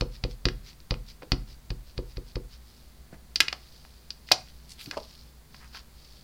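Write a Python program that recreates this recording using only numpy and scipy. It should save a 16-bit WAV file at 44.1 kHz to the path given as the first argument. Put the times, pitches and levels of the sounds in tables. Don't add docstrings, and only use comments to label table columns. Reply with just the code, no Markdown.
import sys
import numpy as np
from scipy import signal
from scipy.fft import rfft, irfft
from scipy.io import wavfile

SR = 44100
rng = np.random.default_rng(int(sys.argv[2]) if len(sys.argv) > 2 else 0)


def master(y):
    cut = np.clip(np.atleast_2d(y).T, -1, 1)
    pcm = np.round(cut * 32767)
    wavfile.write(sys.argv[1], SR, pcm.astype(np.int16))


N = 274743
TIME = np.arange(N) / SR

# pitch_hz, density_db
FLOOR_SPECTRUM = [(13, 1.5), (22, -10.5), (64, 1.5), (83, -11.5), (152, -12), (194, -13.5), (236, -16),
                  (270, -20.5), (337, -19.5), (554, -23.5), (1970, -29), (2980, -32), (4630, -27.5),
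                  (5310, -32.5), (16000, -35)]
# pitch_hz, rms_db
HUM_TONES = [(59.5, -57), (145.3, -67), (236.9, -70.5), (15482, -76)]
# time_s, friction_db
SLIDE_LEVELS = [(2.6, -73), (2.69, -57), (2.93, -68.5), (3.39, -83), (3.54, -58), (3.78, -56), (4.1, -65.5),
                (4.73, -63), (4.89, -53.5), (5.07, -52.5), (5.22, -57), (5.51, -93.5), (5.68, -56),
                (5.8, -87), (6.02, -55), (6.23, -57.5)]
# middle_s, sigma_s, level_db, centre_hz, width_octaves
GRAINY_STROKES = [(1.231, 0.0061, -38, 500, 0.56), (3.14, 0.011, -48.5, 565, 4),
                  (4.294, 0.017, -49.5, 4000, 1), (4.488, 0.016, -55, 3830, 0.65),
                  (4.714, 0.016, -45.5, 5350, 2.1), (4.808, 0.014, -40.5, 3220, 0.69),
                  (4.833, 0.03, -45.5, 6200, 3.9), (4.88, 0.0092, -39, 186, 1.9),
                  (4.937, 0.014, -39.5, 600, 3.6), (4.976, 0.0058, -28.5, 680, 1.54),
                  (5.572, 0.037, -55, 4700, 0.48), (5.633, 0.025, -49, 1680, 1.2),
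                  (5.767, .024, -41.5, 2010, 3.05)]
# start_s, level_db, chatter_ms, hardness_hz, spot_hz
KNOCK_CONTACTS = [(0.4861, -9.5, 2.3, 4540, 1760), (0.7305, -35.5, 1.2, 7000, 4000),
                  (.803, -35, 0.65, 7000, 4830), (0.9411, -18, 1, 3580, 1350),
                  (1.221, -19, 6.3, 1700, 1010), (3.127, -5.5, 2.5, 300, 201),
                  (3.3582, -3, 4.9, 7635, 4450), (3.4037, 5.5, 1.6, 11100, 1970),
                  (3.406, 5.5, 3.8, 9100, 2960), (3.4825, -4, 3.6, 4150, 2700),
                  (3.527, -7, 4.4, 4650, 1070), (3.85, -27.5, 2.6, 2400, 875),
                  (4.105, -14, 1.44, 5400, 4500), (4.288, -22, 2.6, 4470, 1990),
                  (4.309, -20, 6.4, 4800, 2600), (4.3148, 8, 1.57, 1236, 696),
                  (4.317, 8.5, 7.9, 8500, 4360), (4.475, -37.5, 3.4, 4000, 1800),
                  (4.86, -23, 0.86, 5950, 3980), (4.9113, -12.5, 3.4, 7200, 1600),
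                  (5.5435, -25.5, 6.8, 3060, 1010), (5.747, -18, 7.9, 1800, 1430)]
# start_s, force_db, stand_shake_db, stand_shake_hz, lift_after_s, peel_db
DAB_CONTACTS = [(.0098, -8, 3, 510, .14, -52.5), (0.2381, -11, -3, 454, .078, -54),
                (0.4542, -2.5, 3, 387, 0.23, -48), (.908, -8, 0, 580, 0.19, -51.5),
                (1.3191, -2, -0.5, 290, 0.19, -52), (1.7038, -17.5, -10.5, 393, .186, -58),
                (1.978, -19, -2, 446, .132, -58.5), (2.1692, -24, -9, 423, 0.12, -57),
                (2.3557, -18.5, -2.5, 440, 0.18, -52.5)]
# pitch_hz, level_db, t60_s
DESK_MODES = [(38.8, -24.5, 0.59), (49.14, -20, 0.3), (56.8, -42.5, 0.87), (101, -20.5, 0.16),
              (118, -30.5, 0.4), (146.3, -31, 0.36), (195, -58, 0.47), (211.3, -34.5, 0.43),
              (293, -47.5, 0.12)]
# pitch_hz, level_db, t60_s
STAND_MODES = [(137, -30.5, 0.068), (216, -25, 0.038), (268.7, -30, 0.12), (301, -35.5, 0.097),
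               (360.6, -22.5, 0.05), (449, -43, 0.11), (483, -26, 0.062), (537, -54, 0.074),
               (675, -37, 0.0664), (1006, -14.5, 0.014), (1192, -10.5, 0.028)]
# pitch_hz, level_db, t60_s
CASE_MODES = [(577, -38.5, 0.023), (746, -39.5, 0.075), (1057, -43, 0.014), (1360, -32.5, 0.021),
              (1640, -33.5, 0.032), (2024, -18.5, 0.0043), (2470, -29.5, 0.037), (2830, -28, 0.013),
              (3390, -37.5, 0.024), (3800, -27, 0.011), (4303, -25.5, 0.0092), (4663, -27, 0.015),
              (5080, -22, 0.0073), (5560, -28.5, 0.015), (6040, -27, 0.0089), (6950, -32.5, 0.016),
              (8400, -82, 0.00354), (12900, -27, .004)]
# pitch_hz, level_db, t60_s
ROOM_TAIL = [(100, -17.5, 1), (286, -4.5, 0.17), (664, -5.5, 0.19), (1500, -15, 0.29), (3000, -19.5, 0.28),
             (4950, -19, 0.28), (7960, -19, 0.4), (15500, -35, 0.073)]

FLOOR_RMS_DB = -53
SLIDE_DB, SLIDE_LOW_HZ, SLIDE_HIGH_HZ = -2, 3180, 5830
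BRUSH_LEAD_S, BRUSH_SIGMA_S, BRUSH_DB, BRUSH_LOW_HZ, BRUSH_HIGH_HZ = .002, 0.0049, -54.5, 1240, 5870
PEEL_SIGMA_S, PEEL_REF_DB, PEEL_LOW_HZ, PEEL_DB_PER_OCTAVE, PEEL_HIGH_HZ = 0.023, -52.5, 2280, 19, 5940
TICKS_PER_S, TICK_MAX_DB, TICK_SPREAD_DB = 0.94, -41, 6
TICK_CHATTER_MS, TICK_HARDNESS_HZ, TICK_SPOT_HZ = 1.0, 6500, 4300
TING_S, TING_HZ, TING_DB, TING_T60_S = .487, 3320, -55.5, .4
TOUCH_SPREAD_DB = 1.5
KNOCK_LOW_SHARE = 0.62
DAB_CHATTER_SHARE, DAB_HARDNESS_HZ = .8, 4630
PUSH_DB, PUSH_DB_PER_FORCE_DB, PUSH_MS, PUSH_HALVING_DB = -1, 0.37, 2.9, 23.5
STAND_LAG_S = .011
CUTOFF_HZ = 16100


def from_db(db):
    return 10 ** (np.asarray(db) / 20)


def rms_one(x):
    return x / np.sqrt(np.mean(x ** 2) + 1e-20)


def at_hz(rows, hz, axis=1):
    rows = np.array(rows)
    return np.interp(np.log(np.maximum(hz, 1)), np.log(rows[:, 0]), rows[:, axis])


def cut(x, hz, kind, order=2):
    corner_hz = np.clip(hz, 10, .45 * SR)
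    return signal.sosfilt(signal.butter(order, corner_hz, kind, fs=SR, output="sos"), x)


def resonate(x, hz, q):
    return signal.lfilter(*signal.iirpeak(hz, q, fs=SR), x)


def add(track, s, sound):
    start = int(np.clip(round(s * SR), 0, N - 1))
    track[start:start + len(sound)] += sound[:N - start]


def background(wander_rad=0.054):
    spectrum = from_db(at_hz(FLOOR_SPECTRUM, np.fft.rfftfreq(N, 1 / SR)))
    noise = irfft(rfft(rng.standard_normal(N)) * spectrum, N)
    tones = np.zeros(N)
    for hz, rms_db in HUM_TONES:
        waver = wander_rad * rms_one(cut(rng.standard_normal(N), 30, "low"))
        tones += np.sqrt(2) * from_db(rms_db) * np.sin(2 * np.pi * hz * TIME + waver)
    return from_db(FLOOR_RMS_DB) * rms_one(noise) + tones


def friction(size, low_hz, high_hz, grain_db, grains_per_s=650, fizz_db=-17):
    bumps = np.interp(TIME[:size] * grains_per_s, np.arange(size), rng.standard_normal(size))
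    rough = cut(rng.standard_normal(size) * from_db(grain_db * bumps), low_hz, "high")
    body = cut(rough, high_hz, "low", order=4)
    fizz = from_db(fizz_db) * cut(rough, 3 * high_hz, "low")
    return rms_one(body + fizz)


def stroke(s, sigma_s, low_hz, high_hz, grain_db):
    t = TIME[:SR // 2] - .25
    swell = friction(len(t), low_hz, high_hz, grain_db) * np.exp(-.5 * (t / sigma_s) ** 2)
    out = np.zeros(N)
    start_s = s + t[0]
    add(out, start_s, swell[max(0, round(-start_s * SR)):])
    return out


def sliding(grain_db=4.5):
    s, db = np.transpose(SLIDE_LEVELS)
    level = from_db(SLIDE_DB + np.interp(TIME, s, db)) * (TIME > s[0])
    return level * friction(N, SLIDE_LOW_HZ, SLIDE_HIGH_HZ, grain_db)


def shake_and_scrapes(grain_db=5.0):
    out = np.zeros(N)
    for s, sigma_s, db, hz, octaves in GRAINY_STROKES:
        reach = 2 ** (octaves / 2)
        out += from_db(db) * stroke(s, sigma_s, hz / reach, hz * reach, grain_db)
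    return out


def peels(grain_db=4.5):
    out = np.zeros(N)
    for s, *_, lift_s, db in DAB_CONTACTS:
        low_hz = PEEL_LOW_HZ * 2 ** ((PEEL_REF_DB - db) / PEEL_DB_PER_OCTAVE)
        brush = stroke(s - BRUSH_LEAD_S, BRUSH_SIGMA_S, BRUSH_LOW_HZ, BRUSH_HIGH_HZ, grain_db)
        peel = stroke(s + lift_s, PEEL_SIGMA_S, low_hz, PEEL_HIGH_HZ, grain_db)
        out += from_db(BRUSH_DB) * brush + from_db(db) * peel
    return out


def ring(force, modes, spread_db=0, touches_per_s=20):
    out = np.zeros(N)
    for hz, db, t60_s in modes:
        radius = from_db(-60 / (t60_s * SR))
        angle = 2 * np.pi * hz / SR
        gains = from_db(spread_db * rng.standard_normal(256))
        share = np.interp(TIME * touches_per_s, np.arange(256), gains)
        numerator = [1, -radius * np.cos(angle)]
        denominator = [1, -2 * radius * np.cos(angle), radius ** 2]
        out += from_db(db) * signal.lfilter(numerator, denominator, force * share + 1e-18)
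    return out


def ting():
    return ring(signal.unit_impulse(N, round(TING_S * SR)), [(TING_HZ, TING_DB, TING_T60_S)])


def finger_ticks(count=16):
    draws = rng.random((count, 2))
    times = np.cumsum(.5 + draws[:, 0]) / TICKS_PER_S
    levels = TICK_MAX_DB - TICK_SPREAD_DB * draws[:, 1]
    return [(s, db, TICK_CHATTER_MS, TICK_HARDNESS_HZ, TICK_SPOT_HZ)
            for s, db in zip(times, levels) if s < TIME[-1]]


def push_length_ms(force_db):
    return PUSH_MS * 2 ** (-force_db / PUSH_HALVING_DB)


def push(ms):
    phase = np.arange(SR // 50) / (ms * SR / 1000)
    pulse = np.sin(np.pi * phase) * (phase < 1)
    return pulse / pulse.sum()


def chatter(ms, size=2048, count=1):
    window = np.exp(-(np.arange(size) / (ms * SR / 1000)) ** 4)
    burst = rng.standard_normal(size) * window
    for _ in range(count):
        flattened = irfft(np.exp(1j * np.angle(rfft(burst))))
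        burst = flattened * window
    return burst / np.linalg.norm(burst)


def case_clicks(dab_low_hz=250, dab_spot_hz=4400, spot_db=1, spot_q=3.3,
                crack_db=3, crack_top_hz=5900, edge_db=-12):
    force = np.zeros(N)
    dabs = [(s, db, DAB_CHATTER_SHARE * push_length_ms(db), DAB_HARDNESS_HZ, dab_spot_hz, dab_low_hz)
            for s, db, *_ in DAB_CONTACTS]
    knocks = [(*row, KNOCK_LOW_SHARE * row[-1]) for row in list(KNOCK_CONTACTS) + finger_ticks()]
    for s, db, ms, hardness_hz, spot_hz, low_hz in dabs + knocks:
        contact = cut(cut(chatter(ms), hardness_hz, "low"), low_hz, "high")
        spot = from_db(spot_db) * resonate(contact, spot_hz, spot_q)
        add(force, s, from_db(db) * (contact + spot))
    crack = from_db(crack_db) * cut(force, crack_top_hz, "low", order=4)
    edge = from_db(edge_db) * force
    return crack + edge + ring(force, CASE_MODES, spread_db=TOUCH_SPREAD_DB)


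def desk_thumps(stand_push_ms=1.0, shake_q=2.68, knock_db=-24, knock_push_ms=1.0, knock_low_hz=150):
    on_desk, on_stand, jolts = np.zeros((3, N))
    for s, force_db, shake_db, shake_hz, *_ in DAB_CONTACTS:
        push_db = PUSH_DB + PUSH_DB_PER_FORCE_DB * force_db
        add(on_desk, s, from_db(push_db) * push(push_length_ms(force_db)))
        shake = resonate(push(stand_push_ms), shake_hz, shake_q)
        add(on_stand, s + STAND_LAG_S, -from_db(shake_db) * shake)
    for s, db, *_ in KNOCK_CONTACTS:
        add(jolts, s, from_db(db + knock_db) * push(knock_push_ms))
    jolts = cut(jolts, knock_low_hz, "high")
    desk = ring(on_desk + jolts, DESK_MODES)
    stand = ring(on_stand + jolts, STAND_MODES, spread_db=TOUCH_SPREAD_DB)
    return desk + stand


def room(x):
    early_db, early_t60_s, first_echo_s = -14, .1, .003
    t = TIME[:SR * 3 // 4]
    onset = np.clip(t / first_echo_s - 1, 0, 1)
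    edges_hz = np.geomspace(70, 17000, 12)
    response = np.zeros(len(t))
    for low, high in zip(edges_hz, edges_hz[1:]):
        hz = np.sqrt(low * high)
        band_share = np.sqrt(2 * (high - low) / SR)
        tail = (at_hz(ROOM_TAIL, hz), at_hz(ROOM_TAIL, hz, axis=2))
        for db, t60_s in [(early_db, early_t60_s), tail]:
            decay = from_db(-60 * t / t60_s) * onset
            echoes = decay * cut(rng.standard_normal(len(t)), np.array([low, high]), "band")
            response += from_db(db) * band_share * echoes / np.linalg.norm(echoes)
    return x + signal.fftconvolve(x, response)[:N]


def microphone(x, peak_hz=4740, width_hz=900, peak_db=5.5):
    return x + from_db(peak_db) * resonate(x, peak_hz, peak_hz / width_hz)


def scene(rub_db=-5.5, click_db=0.0):
    grainy = from_db(rub_db) * (sliding() + shake_and_scrapes() + peels())
    clicks = from_db(click_db) * case_clicks()
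    handling = grainy + ting() + clicks + desk_thumps()
    return (background() + microphone(room(handling)))[None]


def record(dry):
    rounded = .68 * np.tanh(dry / .68)
    return signal.sosfilt(signal.ellip(10, .1, 70, CUTOFF_HZ, fs=SR, output="sos"), rounded)


dry = scene()
out = record(dry)
master(out)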